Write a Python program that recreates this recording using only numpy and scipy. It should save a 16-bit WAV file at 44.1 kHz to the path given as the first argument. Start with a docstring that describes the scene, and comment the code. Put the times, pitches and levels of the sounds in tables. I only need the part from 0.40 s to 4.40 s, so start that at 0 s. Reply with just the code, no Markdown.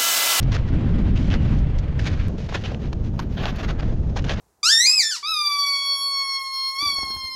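"""Boots and paws cross wind-packed snow on an open mountain slope, close to a hand-held camera.
From the start, strong wind buffets the microphone and loose gear rattles. Steps break the crust, each
a swarm of tiny fractures; a pole tip ticks and loose snow scuffs in between. A gust swishes at 0.9 s.
Near 1.9 s comes one dry click and the wind turns lighter. The steps go on, now with a faint sizzle of
sliding crystals and hollow knocks where the crust is punched through."""
import sys
import numpy as np
from scipy import signal
from scipy.fft import rfft, irfft
from scipy.io import wavfile
from scipy.ndimage import uniform_filter1d, minimum_filter1d

SR = 44100
rng = np.random.default_rng(int(sys.argv[2]) if len(sys.argv) > 2 else 0)


def materialize(psi):
    """Save the field psi as 16-bit PCM at rate SR to the path in sys.argv[1].

    A 1-D psi becomes a single channel; in a 2-D psi each row is a channel.
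    """
    bounded = np.clip(np.atleast_2d(psi).T, -1, 1)
    quanta = np.round(bounded * 32767).astype(np.int16)
    wavfile.write(sys.argv[1], SR, quanta)


N = 176400


def undb(db):
    """Decibels to gain."""
    return 10 ** (np.asarray(db) / 20)


def rms(x):
    """Average signal strength."""
    return np.sqrt(np.mean(x ** 2) + 1e-18)


def unit(x):
    """Scale to rms 1."""
    return x / rms(x)


def colour(x, eq, tilt=0):
    """Apply an EQ curve, tilted in dB per octave for two octaves either side of 2 kHz; rms 1."""
    hz = np.maximum(np.arange(len(x) // 2 + 1) * SR / len(x), 1)
    eq_hz, eq_db = np.array(eq, float).T
    octaves = np.clip(np.log2(hz / 2000), -2, 2)
    gain_db = np.interp(np.log(hz), np.log(eq_hz), eq_db) + tilt * octaves
    return unit(irfft(rfft(x) * undb(gain_db), len(x)))


def resonate(x, hz, width_hz):
    """Two-pole resonance."""
    return signal.lfilter(*signal.iirpeak(hz, hz / width_hz, fs=SR), x)


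def cut(x, hz, kind, order):
    """Low-pass or high-pass."""
    return signal.sosfilt(signal.butter(order, hz, kind, fs=SR, output="sos"), x)


def wander(per_s, n):
    """Smooth random drift with a spread near 1."""
    stride = max(int(SR / per_s), 1)
    knots = rng.standard_normal(4096)
    return np.sqrt(1.5) * np.interp(np.arange(n) / stride, np.arange(len(knots)), knots)


def envelope(t, attack_s, hold_s, release_s):
    """Exponential rise to time 0, hold, exponential fall."""
    rise = np.minimum(t, 0) / max(attack_s, 1e-4)
    fall = np.maximum(t - hold_s, 0) / max(release_s, 1e-4)
    return np.exp(rise - fall)


def add(out, start_s, x):
    """Mix x in from start_s."""
    i = int(round(start_s * SR))
    a, b = max(i, 0), min(i + len(x), N)
    out[a:b] += x[a - i:b - i]


def event_time():
    """Seconds around one hit, with room for its attack before 0."""
    return np.arange(-8192, 40960) / SR


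def crackle(n, spread_db=3, snaps_per_s=6000):
    """Random snaps, as of ice bonds breaking: many small, a few large, bunched in little avalanches."""
    snaps = rng.random(n) < snaps_per_s / SR
    size_db = spread_db * np.minimum(rng.exponential(size=n), 5)
    bunching_db = 1.2 * wander(240, n)
    return snaps * rng.choice([-1., 1.], n) * undb(size_db + bunching_db)


# EQ of the mic rumble, the strong wind's rush and the light wind's rush: freq_hz, gain_db
RUMBLE_EQ = [(15, 0), (36, 0), (66, -1.5), (98, -4.5), (128, -5), (200, -10), (290, -17), (420, -25),
             (550, -49)]
GALE_EQ = [(250, -28.5), (420, 3), (560, 1), (900, -7.5), (1400, -10), (2200, -12.5), (3100, -16.5),
           (4300, -24), (6000, -32), (7200, -36.5), (8500, -48), (14000, -66.5)]
BREEZE_EQ = [(250, -4.5), (420, 7.5), (600, 2), (900, -6.5), (1400, -13.5), (2200, -19), (3100, -20),
             (4500, -26), (6600, -28), (7500, -38), (8500, -48.5), (14000, -67.5)]
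# Fader rides on the rumble's two bands, ahead of their trims: time_s, buffet_db, low_mid_db
RUMBLE_RIDE = [(0.06, -18, -27), (0.29, -24, -32), (0.33, -17.5, -23), (0.7, -19.5, -24.5),
               (1.14, -18.5, -25.5), (1.23, -20, -30), (1.51, -24.5, -35.5), (1.69, -21, -30.5),
               (1.86, -18, -32), (1.92, -29, -31.5), (2.08, -28.5, -36.5), (2.43, -29.5, -32.5),
               (2.75, -24, -30.5), (2.83, -30, -29.5), (3.11, -24.5, -34), (3.2, -27.5, -34),
               (3.29, -23, -30.5), (3.97, -25, -33)]
# Fader rides on the strong and the light rush: time_s, level_db
GALE_RIDE = [(0, -40.5), (.2, -38.5), (.29, -44.5), (.34, -37), (.7, -40), (.85, -38.5), (1.12, -37),
             (1.25, -42.5), (1.7, -41), (1.87, -44.5), (1.91, -78)]
BREEZE_RIDE = [(1.8, -64), (1.89, -39), (1.95, -44.5), (2.3, -41), (2.75, -42.5), (3.05, -44), (3.4, -39),
               (3.62, -43.5), (4, -37.5)]
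def wind(split_hz=149, buffet_trim_db=2, low_mid_trim_db=0.5):
    """Eddies buffet the microphone port; a fluttering rush of air rides on top."""
    def ride(points, column=1):
        points = np.array(points)
        return undb(np.interp(np.arange(N) / SR, points[:, 0], points[:, column]))

    def air(eq):
        return colour(rng.standard_normal(N), eq)

    eddies = wander(70, N)
    lows = cut(air(RUMBLE_EQ), split_hz, "low", order=6)
    lows = cut(lows, 15.5, "high", order=2)
    buffet = unit(lows * undb(0.5 * wander(25, N))) * ride(RUMBLE_RIDE)
    band = cut(air(RUMBLE_EQ), split_hz, "high", order=6)
    band = cut(band, 401, "low", order=6)
    low_mids = unit(band * undb(1.5 * eddies)) * ride(RUMBLE_RIDE, column=2)
    gale = air(GALE_EQ) * ride(GALE_RIDE) * undb(1.7 * eddies)
    breeze = air(BREEZE_EQ) * ride(BREEZE_RIDE) * undb(2 * eddies + wander(15, N))
    return undb(buffet_trim_db) * buffet + undb(low_mid_trim_db) * low_mids + gale + breeze


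def hard_contact(snaps, hz, q=0.98):
    """Dry tone for gear and pole: a broad resonance, reshaped by a brightened crust EQ; rms 1."""
    return colour(resonate(snaps, hz, hz / q), CRUST_EQ, tilt=1)


# Shakes of loose gear: start_s, level_db
GEAR_RATTLES = [(.028, -37.5), (0.586, -51.5), (1.185, -47), (1.384, -38), (3.822, -45)]
def gear_rattles(resonance_hz=7800, decay_s=0.0077):
    """A buckle or strap fastener chatters in a quickly fading run of bright contacts."""
    out, t = np.zeros(N), event_time()
    for at, db in GEAR_RATTLES:
        chatter = hard_contact(crackle(len(t)), resonance_hz)
        add(out, at + t[0], undb(db) * envelope(t, 0, 0, decay_s) * chatter)
    return out


# EQ of hard snow crust: freq_hz, gain_db
CRUST_EQ = [(150, -16), (350, 3.5), (620, 2.5), (1000, -3.5), (1550, 1.5), (2200, -1.5), (3100, -2),
            (4500, -6.5), (6600, -12.5), (7400, -23), (8500, -35.5), (11000, -34), (12500, -41.5),
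            (14000, -62)]
# Crust giving way underfoot:
# full_load_s, build_s, hold_s, level_db, tilt_db_per_octave, slab_hz, slab_lift_db
CRUST_CRUNCHES = [(.121, 0.0038, 0.017, -32, 0.5, 3300, 2), (0.147, 0.0099, 0.014, -29.5, 0, 2400, 0),
                  (0.759, 0.0037, 0.02, -38.5, 2, 2750, 11), (0.910, 0.0013, 0.017, -33.5, -0.5, 2870, 13),
                  (.936, 0.02, 0.02, -30, -1, 1950, 7), (1.594, .003, 0.0046, -30.5, 3, 1800, 12.5),
                  (1.669, 0.016, 0.013, -29.5, 1.5, 2280, 2.5),
                  (1.798, 0.0062, 0.011, -34.5, -1.5, 2340, 9), (2.09, .002, 0.0067, -35.5, 1, 750, 18),
                  (2.147, 0.01, 0.011, -26, -.5, 1600, 1), (2.156, 0.026, 0.021, -37.5, -1.5, 3100, 5),
                  (2.238, .001, .004, -34, -0.5, 3000, 8), (2.254, 0.0063, 0.0053, -29.5, -0.5, 2780, 10),
                  (2.979, 0.0083, 0.041, -33.5, -3.5, 3270, 9.5),
                  (3.036, 0.017, 0.032, -28, -2.5, 1460, -7), (3.077, 0.019, 0.029, -31, -2, 3320, 4.5),
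                  (3.16, 0.0054, .012, -40.5, 2, 1200, 7), (3.189, 0.0044, 0.022, -34, -1, 1300, -3),
                  (3.234, 0.0054, 0.015, -32.5, -1, 1700, 2), (3.286, 0.0048, 0.023, -31.5, -1, 1180, 5.5),
                  (3.392, 0.003, .012, -35.5, -2, 1660, -2),
                  (3.423, 0.0043, 0.0093, -35.5, -4.5, 1400, 3.5),
                  (3.77, 0.0059, 0.0047, -31.5, 1, 6140, 5), (3.783, 0.0044, 0.01, -32.5, -1, 1600, 0),
                  (3.843, 0.001, 0.0024, -35, 2.5, 2000, 3), (3.898, 0.017, 0.024, -26, -1, 2860, 3),
                  (3.934, 0.0099, 0.0089, -35.5, 0.5, 6300, 2)]
def crunches(slab_q=4.7, release_s=0.0066):
    """The crust loads up, crumbles and settles, its fractures ringing the slab."""
    out, t = np.zeros(N), event_time()
    for at, build, hold, db, tilt, hz, lift_db in CRUST_CRUNCHES:
        snaps = crackle(len(t))
        slab = (undb(lift_db) - 1) * resonate(snaps, hz, hz / slab_q)
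        crunch = colour(snaps + shards(snaps) + slab, CRUST_EQ, tilt)
        add(out, at + t[0], undb(db) * envelope(t, build, hold, release_s) * crunch)
    return out


def shards(snaps, count=10, low_hz=606, high_hz=7130):
    """Each break frees a few plates of crust that ring briefly at pitches of their own."""
    positions = (np.arange(count) + rng.random(count)) / count
    pitches = low_hz * (high_hz / low_hz) ** positions
    return undb(-2) * sum(resonate(snaps, hz, width_hz=75) for hz in pitches)


# Pole tip and hard crust cracking: start_s, level_db, resonance_hz
POLE_TICKS = [(0.167, -23.5, 1500), (0.941, -20, 2400), (0.903, -28, 2970), (2.346, -31, 2300),
              (3.056, -16.5, 1880), (3.407, -35, 2400), (3.849, -33, 2000), (3.895, -19, 2820),
              (3.920, -29, 2000)]
def pole_ticks(decay_s=0.0017):
    """Hard, dry contacts that die within a few milliseconds."""
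    out, t = np.zeros(N), event_time()
    for at, db, hz in POLE_TICKS:
        tap = envelope(t, decay_s / 2, 0, decay_s)
        tick = hard_contact(tap * crackle(len(t)), hz)
        add(out, at + t[0], undb(db) * rms(tap) * tick)
    return out


# EQ of loose snow: freq_hz, gain_db
POWDER_EQ = [(200, -15), (600, -6.5), (1100, -5.5), (1500, 0.5), (2300, -1), (3100, -1.5), (4500, -5),
             (6600, -11), (7500, -21.5), (8500, -30.5), (12000, -35), (14000, -62.5)]
# Drags through loose snow: start_s, hold_s, level_db, tilt_db_per_octave
SNOW_SCUFFS = [(0.185, 0.006, -38.5, -4.5), (0.281, 0.0056, -43, -3.5), (0.789, 0.096, -48, 1.5),
               (1.029, 0.17, -51.5, -0.5), (1.609, 0.036, -47.5, 1), (1.701, .045, -41.5, -3),
               (1.767, 0.1, -44.5, -3.5), (1.983, 0.084, -47, -0.5), (2.102, 0.12, -45.5, -1.5),
               (2.268, 0.014, -39, -2.5), (2.298, 0.026, -41, -5), (2.423, 0.05, -47, -2.5),
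               (2.645, 0.028, -52, -0.5), (2.808, 0.023, -42.5, -6), (2.924, 0.035, -51.5, -1.5),
               (3.115, 0.19, -43, -7.5), (3.322, 0.083, -45, -10.5), (3.439, 0.07, -48.5, -5),
               (3.965, .04, -38.5, -5)]
def scuffs(fade_s=0.011):
    """A sole or leg drags loose snow in a softer, more even crackle."""
    out, t = np.zeros(N), event_time()
    for at, hold, db, tilt in SNOW_SCUFFS:
        powder = colour(crackle(len(t), spread_db=2), POWDER_EQ, tilt)
        add(out, at + t[0], undb(db) * envelope(t, fade_s, hold, fade_s) * powder)
    return out


def gust_swish(start_s=0.9, hold_s=0.14, pitch_hz=3050, fall_hz_per_s=1700, width_hz=280):
    """A faint, narrow band of eddies, as off a pole or strap, sinks in pitch as the air slows."""
    t = np.arange(N) / SR - start_s
    hz = pitch_hz - fall_hz_per_s * t
    flutter = cut(rng.standard_normal(N), width_hz / 2, "low", order=2)
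    swish = unit(flutter * np.sin(2 * np.pi * np.cumsum(hz) / SR))
    return undb(-51.5) * envelope(t, hold_s / 2, hold_s, hold_s / 2) * swish


def dry_click(start_s=1.8838, level_db=-25, decay_s=0.0004):
    """One bright, sharp-edged pulse as the wind drops."""
    t = np.arange(N) / SR - start_s
    return undb(level_db) * (t >= 0) * envelope(t, 0, 0, decay_s)


# EQ of sliding ice crystals: freq_hz, gain_db
CRYSTAL_EQ = [(8000, -33), (9500, -7), (11200, -9), (12200, 2), (13200, -2), (14500, -16), (15500, -41)]
# Spills of crystals: start_s, hold_s, level_db
CRYSTAL_SIZZLES = [(2.08, 0.83, -84), (2.529, .005, -71), (2.792, 0.01, -60), (2.81, 0.026, -69),
                   (2.93, 0.07, -74), (3.022, 0.078, -66), (3.160, .005, -59), (3.188, 0.11, -73)]
def sizzles():
    """Crystals slide over the crust with a thin, icy sizzle."""
    out, t = np.zeros(N), event_time()
    for at, hold, db in CRYSTAL_SIZZLES:
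        fade_s = 0.19 * hold
        crystals = colour(crackle(len(t), spread_db=2.5), CRYSTAL_EQ)
        add(out, at + t[0], undb(db) * envelope(t, fade_s, hold, fade_s) * crystals)
    return out


# Slabs of crust punched through: start_s, hold_s, level_db, hollow_hz, grit_mix_db
CRUST_PUNCHES = [(2.123, 0.0032, -30.5, 830, -15), (2.145, 0.0037, -33.5, 1390, 4),
                 (2.318, 0.0037, -31, 555, -11.5), (2.530, 0.0031, -40.5, 1020, 6),
                 (2.793, 0.0077, -28.5, 1000, -1.5), (3.056, 0.0007, -18.5, 744, -9),
                 (3.763, .008, -28.5, 796, -7)]
def punches(attack_s=0.0015, release_s=0.0022, width_hz=600):
    """A short burst of fractures rings the hollow under the crust."""
    out, t = np.zeros(N), event_time()
    for at, hold, db, hz, grit_db in CRUST_PUNCHES:
        push = envelope(t, attack_s, hold, release_s)
        grit = push * colour(crackle(len(t)), CRUST_EQ, tilt=0.28)
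        hollow = resonate(resonate(grit, hz, width_hz), hz, width_hz)
        knock = unit(hollow) + undb(grit_db) * unit(grit)
        add(out, at + t[0], undb(db) * rms(push) * knock)
    return out


def scene():
    """A mono mix, everything close and dry on the open slope."""
    mix = wind() + gear_rattles() + crunches() + pole_ticks() + scuffs()
    mix += gust_swish() + dry_click() + sizzles() + punches()
    return mix[None]


def record(dry):
    """The camera's limiter eases down the strongest buffets; the top is cut."""
    limit_db, top_hz, window_samples = -8.8, 16000, 881
    gain = 1 / (1 + (np.abs(dry) / undb(limit_db)) ** 6) ** (1 / 6)  # soft knee
    held_gain = minimum_filter1d(gain, window_samples)
    smooth_gain = uniform_filter1d(held_gain, window_samples)
    high_cut = signal.ellip(8, .2, 70, top_hz, fs=SR, output="sos")
    return signal.sosfilt(high_cut, dry * smooth_gain)


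dry = scene()
out = record(dry)
materialize(out)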